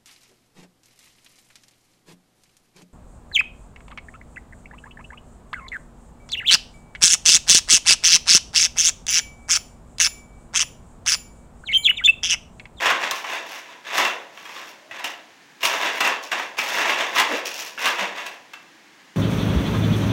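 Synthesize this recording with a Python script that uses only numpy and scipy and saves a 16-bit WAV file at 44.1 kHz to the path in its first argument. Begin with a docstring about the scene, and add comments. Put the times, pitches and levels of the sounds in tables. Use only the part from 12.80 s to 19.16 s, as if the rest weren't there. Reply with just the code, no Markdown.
"""Dog digging in a tub of ice

A dog digs through ice cubes in a plastic tub on a concrete floor by a wall. Each stroke of paw or
muzzle sets off a crowd of cube contacts, coloured by the tub. Single cubes knock and snap, a few split
with a crack, and the shoved tub thumps and groans. The bare room rings over a faint steady hiss."""
import sys
import numpy as np
from scipy import signal
from scipy.fft import rfft, irfft, next_fast_len
from scipy.io import wavfile

SR = 44100
rng = np.random.default_rng(int(sys.argv[2]) if len(sys.argv) > 2 else 0)


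def int16_out(signal):
    """Quantize to a 16-bit WAV file."""
    q = np.round(np.clip(np.atleast_2d(signal).T, -1, 1) * 32767)
    wavfile.write(sys.argv[1], SR, q.astype(np.int16))


N = 280468

# Paw or muzzle strokes: start_s, push_s, clatter_db, grind_re_clatter_db
STROKES = [(-0.03, 0.087, -19, -16), (0.08, 0.025, -26, -27), (0.19, 0.044, -22.5, -21),
           (0.33, 0.03, -34.5, -1), (0.44, 0.096, -27, -13), (0.619, 0.13, -34.5, -5.5),
           (0.83, 0.079, -41.5, -24), (1.033, 0.08, -30, -20), (1.12, 0.071, -18.5, -9),
           (1.22, 0.02, -25.5, -13), (1.51, 0.32, -39, -6.5), (1.85, 0.042, -46, -2),
           (2.105, 0.09, -36.5, -27), (2.24, 0.009, -31.5, -4), (2.8, 0.021, -34, -5),
           (2.824, 0.019, -24, -2), (2.88, 0.052, -24, -10), (2.98, 0.066, -20.5, -15),
           (3.11, 0.061, -28.5, -9), (3.199, 0.068, -21.5, -13), (3.42, 0.014, -37, -0.5),
           (3.514, 0.004, -22, -20), (3.57, 0.025, -29.5, -11), (3.768, 0.02, -25, -4.5),
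           (3.81, 0.13, -25, -5), (3.93, 0.083, -20, -16), (4.03, 0.065, -20.5, -14),
           (4.16, 0.043, -22, -19), (4.26, 0.087, -31.5, -10.5), (4.344, 0.029, -17, -11.5),
           (4.47, 0.068, -24, -10.5), (4.65, 0.013, -32.5, 5), (4.74, 0.06, -34.5, 3.5),
           (4.84, 0.014, -43.5, 9.5), (4.979, 0.086, -21, -8.5), (5.159, 0.049, -21.5, -18),
           (5.34, 0.052, -31.5, -14), (5.44, 0.04, -39.5, -5)]
# Ice-on-ice spectrum: freq_hz, level_db
ICE_SPECTRUM = [(800, -68), (2500, 12), (4200, 7), (5700, 10), (8500, -4), (11000, -6.5), (14500, -3.5),
                (16000, -3)]


def digging(clatter_trim_db=-3.5, grind_trim_db=-3.0):
    """Strokes churn the heap: cubes drum on the plastic and grind on each other."""
    def on_tub():
        pitch_hz = np.exp(rng.uniform(np.log(600), np.log(3600)))
        spot = tub_spot(pitch_hz, hollow_db=-7, width_hz=93)
        return contact(spot, rise_s=0.00015, t60_s=0.0096, room_db=-2)

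    def on_ice():
        return contact(body(ICE_SPECTRUM), rise_s=0.0001, t60_s=0.005, room_db=-5)

    clatter_strokes = [(start_s, push_s, db) for start_s, push_s, db, _ in STROKES]
    grind_strokes = [(start_s, push_s, db + grind_db) for start_s, push_s, db, grind_db in STROKES]
    clatter_db = stroke_envelope_db(clatter_strokes, settle_db_per_s=189)
    grind_db = stroke_envelope_db(grind_strokes, settle_db_per_s=196)
    clatter = tumble(clatter_db, on_tub, rate_hz=600, spread_db=7)
    grind = tumble(grind_db, on_ice, rate_hz=480, spread_db=13)
    return amp(clatter_trim_db) * clatter + amp(grind_trim_db) * grind


def stroke_envelope_db(strokes, settle_db_per_s, swell_power=0.68, loose_db=-20, loose_db_per_s=63):
    """Each push swells, then the heap settles while loose cubes roll on; strokes add in power."""
    t = np.arange(N) / SR
    power = np.full(N, 1e-12)
    for start_s, push_s, level_db in strokes:
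        pushed = np.clip((t - start_s) / push_s, 0, 1)
        after_s = np.maximum(t - start_s - push_s, 0)
        settling = amp(-settle_db_per_s * after_s) + amp(loose_db - loose_db_per_s * after_s)
        power += (amp(level_db) * pushed ** swell_power * settling) ** 2
    return 10 * np.log10(power)


def tumble(envelope_db, strike, rate_hz, spread_db, timbres=12):
    """A crowd of cubes strikes at random moments, some harder than others."""
    out = np.zeros(N)
    for _ in range(timbres):
        chance, force = rng.random((2, N))
        blows = (chance < rate_hz / timbres / SR) * amp(spread_db * force)
        out += signal.oaconvolve(unit(blows) * amp(envelope_db), strike())[:N]
    return out / np.sqrt(timbres)


def contact(colour, rise_s, t60_s, room_db):
    """One cube strikes: a brief chatter of its facets, then its own room echo."""
    t = np.arange(SR // 10) / SR
    chatter = rng.standard_normal(len(t)) * (1 - np.exp(-t / rise_s)) * amp(-60 * t / t60_s)
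    direct = signal.fftconvolve(chatter, colour)
    path = amp(room_db) * room_tail()
    path[0] += 1  # direct arrival
    return signal.fftconvolve(direct / np.linalg.norm(direct), path)


# Tub spectrum: freq_hz, level_db
TUB_SPECTRUM = [(53, -34), (90, -38), (260, -10.5), (393, -9.5), (513, -9), (772, -5), (1090, 0.5),
                (1400, -3.5), (1680, -0.5), (2480, -1), (2750, -1.5), (4050, -18), (5630, -12.5),
                (11100, -34.5), (12000, -28), (15600, -37), (22000, -120)]
# Tub wall modes: freq_hz, width_hz, gain_db
WALL_MODES = [(201, 15, -14.5), (440, 12, -45), (527, 17, -7.5), (693, 32, -4), (837, 44, -8.5),
              (981, 21, 0.5), (1130, 100, -8), (1367, 120, -9.5), (1683, 32, -8), (2014, 190, -5),
              (2300, 20, -19), (2760, 66, 2.5), (2723, 26, -7.5), (3343, 93, 1.5), (3550, 370, -0.5)]


def tub_spot(pitch_hz, hollow_db, width_hz, vary_db=5.0, detune=0.027):
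    """Each spot drives the wall modes at new strengths and adds its own hollow pitch."""
    scatter = rng.standard_normal((len(WALL_MODES), 2))
    modes = [(hz * (1 + detune * pitch_draw), width, db + vary_db * gain_draw)
             for (hz, width, db), (pitch_draw, gain_draw) in zip(WALL_MODES, scatter)]
    return body(TUB_SPECTRUM, modes + [(pitch_hz, width_hz, hollow_db)])


# Hardest single contacts: start_s, knock_db, pitch_hz, snap_db
KNOCKS = [(0.056, -4.5, 3400, -36), (0.068, -9, 1040, -45), (0.102, -5.5, 1640, -30),
          (0.311, -12.5, 1050, -27), (0.441, -15.5, 1010, -59), (1.18, -6.5, 1150, -23.5),
          (1.197, -8, 1950, -35), (1.248, -6.5, 2670, -31), (1.573, -26.5, 3000, -54),
          (1.652, -25.5, 1740, -49), (1.689, -25.5, 970, -65), (1.763, -23, 1100, -58),
          (2.11, -20.5, 2600, -54), (2.193, -23, 980, -45), (2.242, -12, 2880, -30.5),
          (2.83, -7, 2750, -26.5), (2.851, -7.5, 1010, -18), (3.205, -4, 955, -24),
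          (3.247, -7.5, 2650, -30), (3.274, -9, 1040, -28), (3.516, -14.5, 2060, -34),
          (3.787, -7.5, 2670, -36), (4.093, -8.5, 2680, -36), (4.207, -9.5, 1970, -37),
          (4.359, -7, 1250, -32), (4.383, -4.5, 2020, -20.5), (4.397, -5.5, 980, -19),
          (4.976, -18.5, 1500, -56), (5.056, -7, 2620, -24.5), (5.073, -10, 1090, -27),
          (5.225, -21, 2770, -50), (5.464, -20.5, 2800, -35), (5.734, -22.5, 3300, -45)]
# Chipping cube spectrum: freq_hz, level_db
SNAP_SPECTRUM = [(800, -24.5), (3000, 18.5), (4300, 13.5), (5800, 10), (8500, 4.5), (11000, -1), (14000, 5),
                 (16000, -6)]


def knocks(knock_trim_db=13.5, snap_trim_db=25.5):
    """A cube thrown against the tub or floor: a hollow knock with a bright snap on top."""
    out = np.zeros(N)
    for start_s, knock_db, pitch_hz, snap_db in KNOCKS:
        spot = tub_spot(pitch_hz, hollow_db=4, width_hz=240)
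        knock = contact(spot, rise_s=0.003, t60_s=0.04, room_db=-2)
        snap = contact(body(SNAP_SPECTRUM), rise_s=0.0004, t60_s=0.05, room_db=-5.5)
        add(out, start_s, amp(knock_db + knock_trim_db) * knock)
        add(out, start_s, amp(snap_db + snap_trim_db) * snap)
    return out


# Splitting cubes: start_s, level_db
CRACKS = [(0.3107, -8), (1.143, -22), (1.8921, -34), (2.2413, -21), (2.8598, -11), (3.152, -31),
          (3.2031, -21), (3.4371, -23), (3.8706, -19), (4.571, -25), (4.6698, -18), (4.7426, -17),
          (5.463, -30), (5.828, -42)]


def cracks(trim_db=9):
    """A brittle fracture runs through a cube within a few milliseconds."""
    out = np.zeros(N)
    for start_s, level_db in CRACKS:
        fracture = contact(body(ICE_SPECTRUM), rise_s=0.0002, t60_s=0.006, room_db=-9)
        add(out, start_s, amp(level_db + trim_db) * fracture)
    return out


# Shoves against the floor: start_s, level_db
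THUMPS = [(0.058, -41), (0.108, -40), (0.311, -46), (2.108, -50), (2.839, -38.5), (3.209, -42),
          (3.514, -49), (3.789, -50), (4.382, -31), (5.059, -37)]
# Tub base spectrum: freq_hz, level_db
THUMP_SPECTRUM = [(20, -31), (50, 4), (125, 9), (200, -21), (500, -17)]


def thumps(base_hz=149, width_hz=45, mode_db=14, rise_s=0.0076, t60_s=0.094, trim_db=-1.5):
    """The tub's base thumps on the concrete and sounds its low note."""
    out = np.zeros(N)
    t = np.arange(SR // 2) / SR
    base = body(THUMP_SPECTRUM, [(base_hz, width_hz, mode_db)])
    envelope = (1 - np.exp(-t / rise_s)) * amp(-60 * t / t60_s)
    for start_s, level_db in THUMPS:
        rumble = unit(signal.fftconvolve(rng.standard_normal(len(t)), base)[:len(t)])
        add(out, start_s, amp(level_db + trim_db) * rumble * envelope)
    return out


# Tub skids: start_s, length_s, slip_rate_hz, level_db
SKIDS = [(4.49, 0.038, 300, -30), (4.52, 0.033, 384, -26), (5.2, 0.04, 190, -32.5)]
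# Groaning wall spectrum: freq_hz, level_db
GROAN_SPECTRUM = [(100, -33), (150, -27), (195, -2), (280, 0), (400, -6), (490, 7), (650, 2.5), (1200, -24),
                  (3000, -66)]


def skids(max_slips=40, jitter=0.2, width_hz=60, mode_db=-4, room_db=-7):
    """The tub skids; uneven slips lock to a flexing mode of its wall, which groans."""
    out = np.zeros(N)
    size = SR // 2
    for start_s, length_s, slip_rate_hz, level_db in SKIDS:
        slip_times_s = np.cumsum(np.exp(jitter * rng.standard_normal(max_slips))) / slip_rate_hz
        forces = np.sin(np.pi * np.minimum(slip_times_s / length_s, 1)) * np.sqrt(SR / slip_rate_hz)
        slips = np.bincount((slip_times_s * SR).astype(int), forces, size)
        wall = body(GROAN_SPECTRUM, [(slip_rate_hz, width_hz, mode_db)])
        groan = amp(level_db) * signal.fftconvolve(slips, wall)[:size]
        echo = amp(room_db) * signal.fftconvolve(groan, room_tail())[:size]
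        add(out, start_s, groan + echo)
    return out


# Lingering tones: start_s, length_s, pitch_hz, level_db
DRONES = [(1.6, 0.92, 614, -55.5), (1.698, 0.85, 677, -58.5)]


def drones(width_hz=24):
    """Faint, wavering hollow tones swell and fade."""
    out = np.zeros(N)
    for start_s, length_s, pitch_hz, level_db in DRONES:
        swell = np.sqrt(np.hanning(int(length_s * SR)))
        resonator = signal.iirpeak(pitch_hz, pitch_hz / width_hz, SR)
        tone = signal.lfilter(*resonator, rng.standard_normal(len(swell)))
        add(out, start_s, amp(level_db) * swell * unit(tone))
    return out


# Room decay: freq_hz, t60_s
ROOM_DECAY = [(150, 0.25), (500, 0.82), (1000, 0.46), (2800, 0.38), (7000, 0.28), (15000, 0.1)]


def room_tail(build_s=0.0013):
    """A new diffuse echo of unit energy; the treble dies first."""
    hz, t, noise = signal.stft(rng.standard_normal(SR // 2), SR, nperseg=256)
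    decay = amp(-60 * t / along(ROOM_DECAY, hz)[:, None])
    tail = signal.istft(noise * decay, SR, nperseg=256)[1][:SR // 2]
    tail *= 1 - np.exp(-np.arange(len(tail)) / SR / build_s)
    return tail / np.linalg.norm(tail)


# Room hiss spectrum: freq_hz, level_db
HISS_SPECTRUM = [(50, -32), (152, -5), (229, -2.5), (329, 2), (371, -4.5), (630, -7), (822, -2.5),
                 (1400, -6), (1700, 0), (4240, -10.5), (6870, -13.5), (8140, -21), (14900, -30),
                 (16000, -25)]


def hiss(level_db=-51.5):
    """The steady hiss of the room."""
    noise = signal.fftconvolve(rng.standard_normal(N + SR), body(HISS_SPECTRUM))
    return amp(level_db) * unit(noise[SR:SR + N])


def body(spectrum, modes=(), size=4096):
    """Minimum-phase impulse response of unit energy: a broad spectrum with resonant peaks."""
    hz = np.fft.rfftfreq(size, 1 / SR)
    peaks = sum(amp(db) / (1 + (2 * (hz - centre) / width) ** 2) for centre, width, db in modes)
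    magnitude = amp(along(spectrum, hz)) * (1 + peaks)
    cepstrum = irfft(np.log(magnitude + 1e-6))
    cepstrum[1:size // 2] *= 2
    cepstrum[size // 2 + 1:] = 0
    response = irfft(np.exp(rfft(cepstrum)))
    return response / np.linalg.norm(response)


def amp(db):
    """Decibels to gain."""
    return 10 ** (np.asarray(db) / 20)


def unit(x):
    """Scale to rms 1."""
    return x / np.sqrt(np.mean(x ** 2) + 1e-20)


def along(points, hz):
    """Interpolate (freq_hz, value) points on a log frequency axis."""
    freqs_hz, values = np.transpose(points)
    return np.interp(np.log(hz + 1), np.log(freqs_hz), values)


def add(track, start_s, sound):
    """Mix a sound into the track."""
    start = max(round(start_s * SR), 0)
    part = sound[:N - start]
    track[start:start + len(part)] += part


def scene():
    """All sources in mono, heard near the tub."""
    return (digging() + knocks() + cracks() + thumps() + skids() + drones() + hiss())[None]


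def record(dry, ceiling=0.68, cutoff_hz=15900):
    """Soft peak limiting, then a brick-wall low-pass."""
    rounded = dry / (1 + (dry / ceiling) ** 4) ** (1 / 4)
    size = next_fast_len(N + SR // 2)
    passband = np.fft.rfftfreq(size, 1 / SR) < cutoff_hz
    return irfft(rfft(rounded, size) * passband, size)[..., :N]


dry = scene()
out = record(dry)
int16_out(out)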